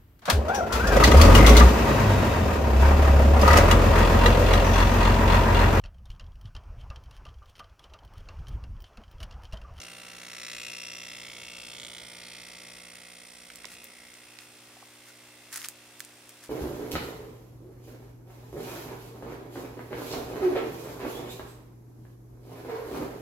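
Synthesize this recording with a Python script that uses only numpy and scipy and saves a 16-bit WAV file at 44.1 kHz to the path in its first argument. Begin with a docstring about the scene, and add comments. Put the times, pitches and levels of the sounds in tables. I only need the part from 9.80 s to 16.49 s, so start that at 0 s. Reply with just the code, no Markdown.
"""First you hear a small air pump buzzing and rattling on a hard floor as it feeds a tub of foaming water.
Its electromagnet shakes it 60 times a second. The piston and valves strike four times in each cycle
and ring the finned casing, and air hisses with each stroke. A hand rolls the pump upright and sets
it down. Then the microphone drifts to the tub and the buzz fades: the grip on the microphone's shell
clicks and scuffs, and the water gives a few small blips."""
import sys
import numpy as np
from scipy import signal
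from scipy.fft import rfft, irfft, next_fast_len
from scipy.io import wavfile
from scipy.ndimage import uniform_filter1d

SR = 44100
rng = np.random.default_rng(int(sys.argv[2]) if len(sys.argv) > 2 else 0)


def wav_record(signal):
    """Record a signal, one row per channel, as 16-bit PCM in the file named by sys.argv[1]."""
    frames = np.transpose(np.atleast_2d(signal))
    bounded = np.clip(frames, -1, 1)
    # unit amplitude maps onto the largest positive 16-bit level
    quanta = np.round(bounded * 32767).astype(np.int16)
    wavfile.write(sys.argv[1], SR, quanta)


N = 295029
TIME_S = np.arange(N) / SR
FFT_SIZE = next_fast_len(N + 8192)
FFT_HZ = np.arange(FFT_SIZE // 2 + 1) * SR / FFT_SIZE + 1e-6
MAINS_HZ, SOUND_M_PER_S = 60, 343

# How far the microphone is from the pump: time_s, distance_m
PUMP_DISTANCE = [(0, 0.24), (.8, 0.17), (2, 0.25), (2.6, 0.31), (3.4, 0.56), (4.2, .74), (4.85, 1.12),
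                 (6.7, 1.45)]
# Angle between the pump's top and the microphone as the hand rolls it upright: time_s, tilt_degrees
PUMP_TILT = [(0, 57), (.17, 70), (.48, 66), (.75, 51), (1.1, 17), (1.5, 5)]

# Tone colour of each noise, and of the clicking shell: pitch_hz, relative_db
ROOM_COLOUR = [(25, -39), (60, -28), (120, -38), (250, -13), (550, -2), (1000, -1), (2300, -1), (4500, -7),
               (9000, -8), (12000, -11), (15500, -15.5)]
RUMBLE_COLOUR = [(25, -57), (50, -0.5), (95, 0), (200, -3.5), (330, 0), (500, -2), (700, -4), (950, -38),
                 (2000, -60)]
SCUFF_COLOUR = [(300, -45), (750, -7), (1200, 1.5), (1900, 5.5), (3000, -4), (5500, 1.5), (7800, -1),
                (10000, 0.5), (12500, -4.5), (15500, -8)]
AIR_COLOUR = [(700, -41), (1500, -25), (2100, -5.5), (3200, -8.5), (4700, -12), (5600, -12.5),
              (6500, -14.5), (9000, -12.5), (12000, -20), (15500, -29)]
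SHELL_COLOUR = [(150, -59), (600, -32), (1300, 6.5), (2200, 7.5), (4000, 0.5), (6000, 1), (8000, 2),
                (11000, -3), (15500, -3)]
# Hiss of the room and foam, which dips and then grows toward the tub: time_s, level_db
HISS_LEVEL = [(0, -56), (3.4, -58.5), (4.3, -57), (6.7, -56.5)]
# Bubbles and hollow knocks: start_s, pitch_hz, fade_by_60_db_s, level_db
BLIPS = [(3.846, 1010, 0.02, -35.5), (3.8548, 330, 0.02, -42), (3.8543, 620, 0.012, -34),
         (4.967, 704, 0.022, -39), (5.024, 757, 0.028, -42), (5.027, 1100, 0.016, -37.5),
         (5.3, 1385, .05, -47)]
# Clicks of the shell in the hand: start_s, level_db, brightest_hz, width_octaves, left_minus_right_db
GRIP_CLICKS = [(3.155, -35, 3500, 1.8, 1), (3.702, -32, 2350, 1.1, 0), (3.758, -26.5, 7500, 1.4, -1),
               (3.844, -42.5, 2420, 0.5, -30), (3.8542, -25.5, 4800, 0.78, -4),
               (4.043, -24.5, 13000, 0.76, -2), (4.34, -36.5, 6000, 1, 0), (4.5881, -31, 3120, 1.24, -11.5),
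               (5.728, -25, 9100, 1.6, -6), (5.761, -21.5, 10100, 0.74, -8), (5.774, -24, 10000, 1.3, -1),
               (5.818, -31, 4500, 1.4, -2), (5.843, -28, 4500, 1.2, -3), (5.846, -24, 3770, 0.79, 0),
               (5.886, -15.5, 9600, 1.13, -1), (6.196, -31, 12000, 0.75, -3),
               (6.2045, -17, 6500, 2.2, -0.5), (6.249, -29.5, 8900, 0.75, -1),
               (6.493, -29.5, 8800, 1.05, 2)]
# Swells of hand rumble, dragging skin and loose pump casing: middle_s, half_length_s, level_db
GRIP_RUMBLES = [(1.95, 0.57, -63.5), (3.92, 0.23, -63.5)]
GRIP_SCUFFS = [(3.924, 0.022, -51), (4.626, 0.021, -55), (5.288, 0.02, -55), (5.734, 0.01, -39.5),
               (5.766, 0.013, -38.5), (5.822, 0.032, -44.5), (5.851, 0.0069, -43), (6.646, 0.013, -50)]
CASING_CHATTERS = [(.01, .03, -55), (.72, 0.18, -48.5), (1.999, .003, -44.5), (2.032, .003, -45),
                   (2.049, .003, -46), (2.149, .004, -53), (2.183, .004, -47), (2.199, .004, -54),
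                   (3.95, 0.043, -59)]

# Tones in the hum, beside the pump and over the tub: multiple_of_mains, relative_db
HUM_NEAR = [(1, -9.5), (2, -2.5), (3, 0.5), (4, -1.5), (5, -5), (6, -7.5), (7, -9.5), (8, -3), (9, -1.5),
            (10, -3), (11, -6.5), (12, -6), (13, -10), (14, -16)]
HUM_FAR = [(1, -24), (2, 0.5), (3, -11), (4, 0.5), (5, 2.5), (6, 0), (7, -4), (8, -10), (9, -2), (10, -6.5),
           (11, -9.5), (12, -7), (13, -15), (14, -11)]
# Higher hum tones that stand out for a while: multiple_of_mains, middle_s, half_length_s, level_db
HUM_OVERTONES = [(13, 0.1, 0.6, -68), (15, 2.2, 0.6, -67), (16, 0.8, 0.8, -72), (19, 1.9, 1.1, -71),
                 (20, 2.1, 0.4, -72), (24, 2.4, 0.5, -69)]

# The four strikes in a cycle and how hard each pushes four parts of the pump:
# time_in_cycle_s, cap_push_db, body_push_db, plate_push_db, tick_push_db
STRIKES = [(.01502, -1, 0, -7, -6), (.00060, -10, -10, -5, -2), (.00200, -12, -7, -12, -9),
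           (.00347, -1, -8, 0, 0)]
# How hard the same four strikes push the loose casing: push_db
CASING_PUSH = [22, -36, -29, -24]
# The notes each part rings at when struck (its resonances): pitch_hz, width_hz, relative_db
CASING_NOTES = [(1930, 540, 1.5), (3330, 220, 10.5), (3800, 190, 12), (7200, 1400, 7)]
END_CAP_NOTES = [(1141, 6, 6), (1324, 74, 6), (1513, 175, 14), (1750, 60, 10.5)]
BODY_LOW_NOTES = [(2004, 246, -1), (2090, 84, -2.5), (2220, 125, 4.5)]
BODY_MID_NOTES = [(2392, 40, 7), (2550, 123, 3), (2687, 140, 5), (2806, 117, 0.5)]
BODY_HIGH_NOTES = [(3120, 360, 13.5), (3360, 110, 9), (3580, 72, 4.5), (3720, 91, -2), (3790, 47, 4.5),
                   (4435, 54, 2)]
FIN_NOTES = [(4020, 110, 2), (4324, 160, 5.5), (4680, 260, -6.5), (5054, 61, 6.5)]
VALVE_PLATE_NOTES = [(5180, 130, 0), (5500, 130, 3), (5590, 110, -4)]
VALVE_SEAT_NOTES = [(6480, 220, -1.1), (6950, 130, -1), (7330, 150, -0.33), (7720, 390, 0.51)]
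VALVE_TICK_NOTES = [(8300, 200, -3), (8630, 200, 4), (8915, 510, 0), (9380, 320, 5.5), (9700, 380, -19.5),
                    (10700, 950, -2)]
# How loud each part is as the pump turns and is left behind: time_s, level_db
BODY_LOW_LEVEL = [(0, -51.5), (.3, -52), (.67, -44), (1, -48.5), (1.2, -48), (1.45, -47), (1.62, -48.5),
                  (1.85, -54.5), (2, -50.5), (2.25, -50.5), (2.5, -50.5), (2.8, -51), (3.3, -54.5),
                  (3.7, -58), (4.25, -55), (4.8, -67.5), (5.15, -62), (5.55, -61.5), (6.1, -67), (6.7, -73)]
BODY_MID_LEVEL = [(0, -50.5), (.48, -52), (.83, -43), (1.25, -46), (1.42, -48.5), (1.53, -53), (1.66, -46),
                  (1.9, -48.5), (2.05, -58), (2.3, -55), (2.52, -51.5), (2.8, -53.5), (3.3, -56.5),
                  (3.7, -61), (3.96, -53.5), (4.2, -61.5), (4.55, -57.5), (5.05, -65), (5.5, -61),
                  (6.7, -64.5)]
BODY_HIGH_LEVEL = [(0, -54), (.4, -54), (.83, -49.5), (1.4, -48), (1.85, -49.5), (2.03, -45.5),
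                   (2.18, -47.5), (2.33, -52), (2.55, -51.5), (3.05, -56.5), (3.3, -57), (3.6, -59.5),
                   (4.3, -61.5), (5, -63), (6.7, -66.5)]
FIN_LEVEL = [(0, -53), (.14, -61), (.48, -61), (1.08, -55), (1.6, -58), (2.3, -57.5), (2.45, -52.5),
             (3, -59), (4.3, -63.5), (6.7, -69.5)]
VALVE_PLATE_LEVEL = [(0, -49), (.13, -59.5), (.29, -55), (.41, -57), (.64, -47), (.77, -51), (1.05, -46),
                     (1.35, -51), (1.55, -54.5), (1.9, -52.5), (2.05, -57.5), (2.6, -54.5), (2.95, -56),
                     (3.25, -60.5), (3.6, -59), (4.4, -64), (5, -68), (6.7, -67)]
VALVE_SEAT_LEVEL = [(0, -51), (.12, -67), (.45, -56), (.72, -57), (1.1, -53), (1.5, -57.5), (2.02, -54),
                    (2.28, -68), (2.5, -60), (3.6, -62), (4.6, -66.5), (6.7, -67)]
VALVE_TICK_LEVEL = [(0, -56.5), (.45, -55.5), (.75, -57.5), (1.3, -56), (2, -52), (2.3, -52.5),
                    (2.42, -53.5), (3.4, -53), (4.2, -57), (5, -62), (6.7, -64)]
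# Which pitch of the body faces the microphone and stands out: time_s, low_hz, middle_hz
FACING_BODY = [(0, 2100, 2860), (.35, 1920, 2750), (.6, 1970, 2470), (.9, 2090, 2600), (1.3, 2010, 2650),
               (1.5, 2130, 2780), (1.75, 2170, 2800), (2.25, 2085, 2450), (2.7, 2070, 2480),
               (4.2, 2050, 2580), (6.7, 2010, 2640)]
# The same for the fins and valves: time_s, fin_hz, plate_hz, seat_hz, tick_hz
FACING_TREBLE = [(0, 4900, 5700, 6400, 9250), (.2, 4020, 5480, 6500, 8700), (.48, 4430, 5520, 6480, 9600),
                 (.72, 4440, 5550, 7040, 8160), (1, 4600, 5600, 7550, 9380), (1.22, 4750, 5800, 7330, 9200),
                 (1.3, 4700, 5230, 7200, 9200), (1.48, 4700, 5200, 7100, 8300),
                 (1.62, 4700, 5400, 7000, 8300), (1.88, 4420, 5220, 7570, 8400),
                 (2.03, 4500, 5500, 6950, 8630), (2.28, 5000, 5480, 7340, 8880),
                 (2.45, 4520, 5440, 7330, 9040), (2.9, 4680, 5460, 7330, 9030),
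                 (4.2, 4900, 5460, 7720, 9090), (6.7, 4700, 5500, 7700, 8930)]
# How the end cap ("cap") and the air hiss ("air") carry to the microphone:
# close_level_db, half_power_distance_m, facing_tilt_degrees, facing_boost_db, lying_on_side_db
QUIET_PARTS = {"cap": (-58, 0.23, 59, 3, 1.5), "air": (-52.5, 0.21, 45, 8.5, -3.5)}


def gain(db):
    """Turn decibels into a number to multiply a sound by."""
    return 10 ** (np.asarray(db) / 20)


def unit_level(sound):
    """Scale a sound so that its average power is 1."""
    return sound / np.sqrt(np.mean(sound ** 2))


def curves(table):
    """Join the rows of a table with straight lines through time, one curve for each value column."""
    times_s, *columns = np.transpose(table)
    return [np.interp(TIME_S, times_s, column) for column in columns]


def fader(table):
    """Turn a table of levels into a gain that moves through time."""
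    return gain(curves(table)[0])


def swells(table):
    """A gain that rises and falls in a bell shape for each row."""
    return sum(gain(db) * np.exp(-((TIME_S - middle_s) / half_s) ** 2 / 2)
               for middle_s, half_s, db in table)


def wander(rate_hz):
    """A smooth random curve that strays about 1 either side of zero."""
    step = int(SR / rate_hz)
    return 1.53 * uniform_filter1d(np.repeat(rng.standard_normal(N // step + 1), step), step)[:N]


def colour_gain(colour, hz):
    """Read a tone colour table as a gain at each of the given pitches."""
    points_hz, db = np.transpose(colour)
    return gain(np.interp(np.log(hz), np.log(points_hz), db))


def filtered(sound, gains):
    """Turn each pitch in a sound up or down by its own gain."""
    return irfft(rfft(sound, FFT_SIZE) * gains, FFT_SIZE)[..., :N]


def stereo_noise(colour, strength=1, apart_hz=4200):
    """Coloured noise: left and right are alike in the bass and nearly unrelated above apart_hz."""
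    middle, side = filtered(strength * rng.standard_normal((2, N)), colour_gain(colour, FFT_HZ))
    side = filtered(side, np.clip(np.hypot(0.17, FFT_HZ / apart_hz), 0, .85))
    return (middle + side * np.array([[1], [-1]])) / np.std(middle)


def distance_gain(distance_m, reach_m):
    """Sound stays level close to its source, then falls as 1 / distance beyond its reach."""
    return 1 / np.hypot(1, distance_m / reach_m)


def quiet_part_gain(name, distance_m, beam_degrees=22):
    """A part is weaker far away, louder facing the microphone, and changes as the pump lies down."""
    close_db, reach_m, facing_degrees, boost_db, on_side_db = QUIET_PARTS[name]
    tilt, = curves(PUMP_TILT)
    facing = np.exp(-((tilt - facing_degrees) / beam_degrees) ** 2)
    on_side = np.sin(np.radians(tilt)) ** 2
    return gain(close_db + boost_db * facing + on_side_db * on_side) * distance_gain(distance_m, reach_m)


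def strike_pulses(pushes_db, scatter_db=.7, jitter_s=.000002):
    """One pulse for each strike of each cycle; strength and timing vary a little."""
    starts_s = np.arange(int(N / SR * MAINS_HZ))[:, None] / MAINS_HZ + np.array(STRIKES)[:, 0]
    position = np.clip((starts_s + jitter_s * rng.standard_normal(starts_s.shape)) * SR, 0, N - 2).ravel()
    push = gain(pushes_db + scatter_db * rng.standard_normal(starts_s.shape)).ravel()
    # a pulse that falls between two samples is shared by both
    sample, fraction = position.astype(int), position % 1
    return np.bincount(sample, push * (1 - fraction), N) + np.bincount(sample + 1, push * fraction, N)


def ring(notes, pulses, limit_hz=1000):
    """A struck part rings, one row per note; a second band, limit_hz wide, softens each start."""
    def band(sound, hz, width_hz):
        return signal.lfilter(*signal.iirpeak(hz, hz / width_hz, fs=SR), sound)
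    return np.array([gain(db) * band(band(pulses, hz, width_hz), hz, limit_hz)
                     for hz, width_hz, db in notes])


def ring_facing(notes, pulses, facing_hz, beam_octaves=.05, boost_db=12):
    """Ring a part so that the note facing the microphone stands out while the total power holds steady."""
    rings = ring(notes, pulses, limit_hz=700)
    octaves_away = np.log2(np.array(notes)[:, :1]) - np.log2(facing_hz)
    weight = 1 + (gain(boost_db) - 1) * np.exp(-(octaves_away / beam_octaves) ** 2)
    power = np.sum(weight * (np.cov(rings) @ weight), axis=0)
    return unit_level(np.sum(weight * rings, axis=0) / np.sqrt(power))


def through_room(sound, distance_m, floor_db=-10, left_right_s=.00007, echoes=9):
    """Direct sound plus floor and wall echoes; their delays slide with distance, shifting the colour."""
    fine = signal.resample_poly(sound, 3, 1)  # extra samples keep sliding delays clean
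    fine_s = np.arange(len(fine)) * (N / SR / len(fine))

    def delayed(delay_s, side):
        return np.array([np.interp(TIME_S - delay_s - left_right_s * offset, fine_s, fine)
                         for offset in (side, -side)])
    flight_s = distance_m / SOUND_M_PER_S
    bounce_s = .00085 - .0001 * np.sin(np.radians(curves(PUMP_TILT)[0]))  # shifts as the pump rolls
    heard = delayed(flight_s, .2) + gain(floor_db) * delayed(flight_s + bounce_s, -.6)
    echo_gain = (0.14 + 0.15 * distance_m) / np.sqrt(echoes)
    for k in range(echoes):
        direction = k * np.pi * (3 - np.sqrt(5))  # spreads the echoes evenly all round
        delay_s = .0025 + .02 * (k / echoes) ** 2 + np.cos(direction) * flight_s
        heard += echo_gain * delayed(delay_s, np.sin(direction))
    return heard / np.sqrt(1 + gain(floor_db) ** 2 + echoes * echo_gain ** 2)


def room_and_foam_hiss():
    """The room and the foaming water make a soft hiss that wavers very slightly."""
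    return stereo_noise(ROOM_COLOUR) * fader(HISS_LEVEL) * gain(0.15 * wander(8.3))


def low_rumble(distance_m, room_db=-70.5, pump_db=-61.5):
    """An unsteady rumble from the room, the air close to the pump and the hand shifting its grip."""
    pump = gain(pump_db) * distance_gain(distance_m, reach_m=0.2)
    level = np.sqrt(gain(room_db) ** 2 + pump ** 2 + swells(GRIP_RUMBLES) ** 2)
    return stereo_noise(RUMBLE_COLOUR) * level * gain(1.8 * np.tanh(wander(12)))


def blips(glide_per_s=2.9, rise_s=0.0011):
    """Bubbles and hollow knocks: short tones that rise a little in pitch as they die away."""
    sound = np.zeros(N)
    t = TIME_S[:SR // 10]
    for start_s, hz, fade_s, db in BLIPS:
        level = gain(db - 60 * t / fade_s) * (1 - np.exp(-t / rise_s))
        start = int(start_s * SR)
        sound[start:start + len(t)] += level * np.sin(2 * np.pi * hz * t * (1 + glide_per_s * t))
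    return sound


def grip_scuffs(grain_db=4.5):
    """Skin drags over plastic in a crowd of tiny slips that swells and fades."""
    slip_sizes = np.repeat(rng.exponential(size=N // 16 + 1), 16)[:N]
    slips = gain(grain_db * np.minimum(slip_sizes, 4))
    return swells(GRIP_SCUFFS) * stereo_noise(SCUFF_COLOUR, slips, apart_hz=6800)


def grip_clicks(ring_s=0.00096, ring_db=-17, tail_s=0.02, tail_db=-33, boost_db=2, size=4096):
    """The gripped shell snaps, rings for about a millisecond and leaves a faint tail in the room."""
    sound, t = np.zeros((2, N + size)), TIME_S[:size]
    hz = np.maximum(np.arange(size // 2 + 1) * SR / size, 1)
    fade = gain(ring_db) * np.exp(-t / ring_s) + gain(tail_db) * np.exp(-t / tail_s)
    for start_s, db, brightest_hz, octaves, pan_db in GRIP_CLICKS:
        colour = colour_gain(SHELL_COLOUR, hz) / (1 + (np.log2(hz / brightest_hz) / octaves) ** 2)
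        # build a filter of this colour that rings only after the snap (minimum phase)
        one_sided = irfft(np.log(colour))[:size // 2] * np.r_[1, np.full(size // 2 - 1, 2)]
        shell = np.exp(rfft(one_sided, size))
        noise = 0.8 * rng.standard_normal(size) + 1.15 * rng.standard_normal((2, size))
        snap = (t == 0) + noise * fade
        click = irfft(rfft(snap) * shell)
        level = gain(db + boost_db + np.array([[pan_db], [-pan_db]]) / 2)
        start = int(start_s * SR)
        sound[:, start:start + size] += click / np.abs(click).max() * level
    return sound[:, :N]


def air_hiss(distance_m):
    """A puff of air hisses through the pump on every stroke."""
    cycles = MAINS_HZ * (TIME_S - distance_m / SOUND_M_PER_S)
    puffs = np.exp(1.2 * np.cos(2 * np.pi * (cycles - .06)))
    return stereo_noise(AIR_COLOUR, puffs) * quiet_part_gain("air", distance_m)


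def hum_overtones():
    """Single high tones of the hum swell and fade as the microphone moves through the room."""
    sound = np.zeros(N)
    for multiple, *swell in HUM_OVERTONES:
        cycles = round(multiple) * MAINS_HZ * TIME_S + rng.random()
        sound += swells([swell]) * np.sqrt(2) * np.sin(2 * np.pi * cycles)
    return sound


def pump_hum(distance_m, near_db=-57.5, far_db=-61, blend_from_m=0.39, blend_to_m=0.92):
    """The shaking body hums; standing waves in the room give the hum another mix of tones by the tub."""
    multiples = np.array(HUM_NEAR)[:, :1].round()
    phases = rng.random(multiples.shape)

    def hum_at(table, away_m):
        one_cycle_s = TIME_S[:SR // MAINS_HZ] - away_m / SOUND_M_PER_S
        tones = np.sin(2 * np.pi * (multiples * MAINS_HZ * one_cycle_s + phases))
        one_cycle = unit_level(gain(np.array(table)[:, 1]) @ tones)
        return np.resize(one_cycle, N)  # repeat it to the end
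    near = gain(near_db) * hum_at(HUM_NEAR, away_m=0)
    far = gain(far_db) * hum_at(HUM_FAR, away_m=1.424)
    blend = np.clip((distance_m - blend_from_m) / (blend_to_m - blend_from_m), 0, 1)
    return ((1 - blend) * near + blend * far) * gain([[-.3], [.3]])  # a touch louder on the right


def casing_chatter():
    """The loose casing chatters as the pump is turned and knocks a few times as it is set down."""
    pulses = strike_pulses(np.array(CASING_PUSH), scatter_db=1.5, jitter_s=.000006)
    return unit_level(ring(CASING_NOTES, pulses).sum(axis=0)) * swells(CASING_CHATTERS)


def fin_and_valve_ring(on_plate, on_ticks):
    """The strikes ring the fins and the valve parts, giving the buzz its bright top."""
    fin_hz, plate_hz, seat_hz, tick_hz = curves(FACING_TREBLE)
    fins = ring_facing(FIN_NOTES, on_plate, fin_hz) * fader(FIN_LEVEL)
    plate = ring_facing(VALVE_PLATE_NOTES, on_plate, plate_hz) * fader(VALVE_PLATE_LEVEL)
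    seat = ring_facing(VALVE_SEAT_NOTES, on_ticks, seat_hz) * fader(VALVE_SEAT_LEVEL)
    ticks = ring_facing(VALVE_TICK_NOTES, on_ticks, tick_hz) * fader(VALVE_TICK_LEVEL)
    return fins + plate + seat + ticks


def body_ring(pulses, beam_octaves=0.061):
    """The strikes ring the pump's body in three groups of notes: low, middle and high."""
    low_hz, middle_hz = curves(FACING_BODY)
    low = ring_facing(BODY_LOW_NOTES, pulses, low_hz, beam_octaves) * fader(BODY_LOW_LEVEL)
    middle = ring_facing(BODY_MID_NOTES, pulses, middle_hz, beam_octaves) * fader(BODY_MID_LEVEL)
    high = unit_level(ring(BODY_HIGH_NOTES, pulses).sum(axis=0)) * fader(BODY_HIGH_LEVEL)
    return low + middle + high


def pump_rattle(distance_m):
    """The piston and valves hammer the pump's parts, and the ringing crosses the room."""
    on_cap, on_body, on_plate, on_ticks = (strike_pulses(db) for db in np.array(STRIKES)[:, 1:].T)
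    end_cap = unit_level(ring(END_CAP_NOTES, on_cap).sum(axis=0)) * quiet_part_gain("cap", distance_m)
    ringing = body_ring(on_body) + end_cap + fin_and_valve_ring(on_plate, on_ticks) + casing_chatter()
    heard = through_room(ringing, distance_m)
    # the valve ticks are louder on the right than on the left
    tick_band = signal.lfilter(*signal.iirpeak(8800, 2, fs=SR), heard)
    return heard + np.array([[-.38], [.25]]) * tick_band


def scene():
    """Add the pump, the hand, the water and the room together."""
    distance_m, = curves(PUMP_DISTANCE)
    pump = pump_rattle(distance_m) + air_hiss(distance_m) + pump_hum(distance_m) + hum_overtones()
    return pump + grip_clicks() + grip_scuffs() + blips() + room_and_foam_hiss() + low_rumble(distance_m)


def record(dry):
    """The microphone loses one narrow slice of the treble and cuts off the very top steeply."""
    notch_hz, top_hz = 7920, 15600
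    notched = signal.lfilter(*signal.iirnotch(notch_hz, 80, fs=SR), dry)
    return signal.sosfilt(signal.ellip(8, .2, 70, top_hz, fs=SR, output="sos"), notched)


dry = scene()
out = record(dry)
wav_record(out)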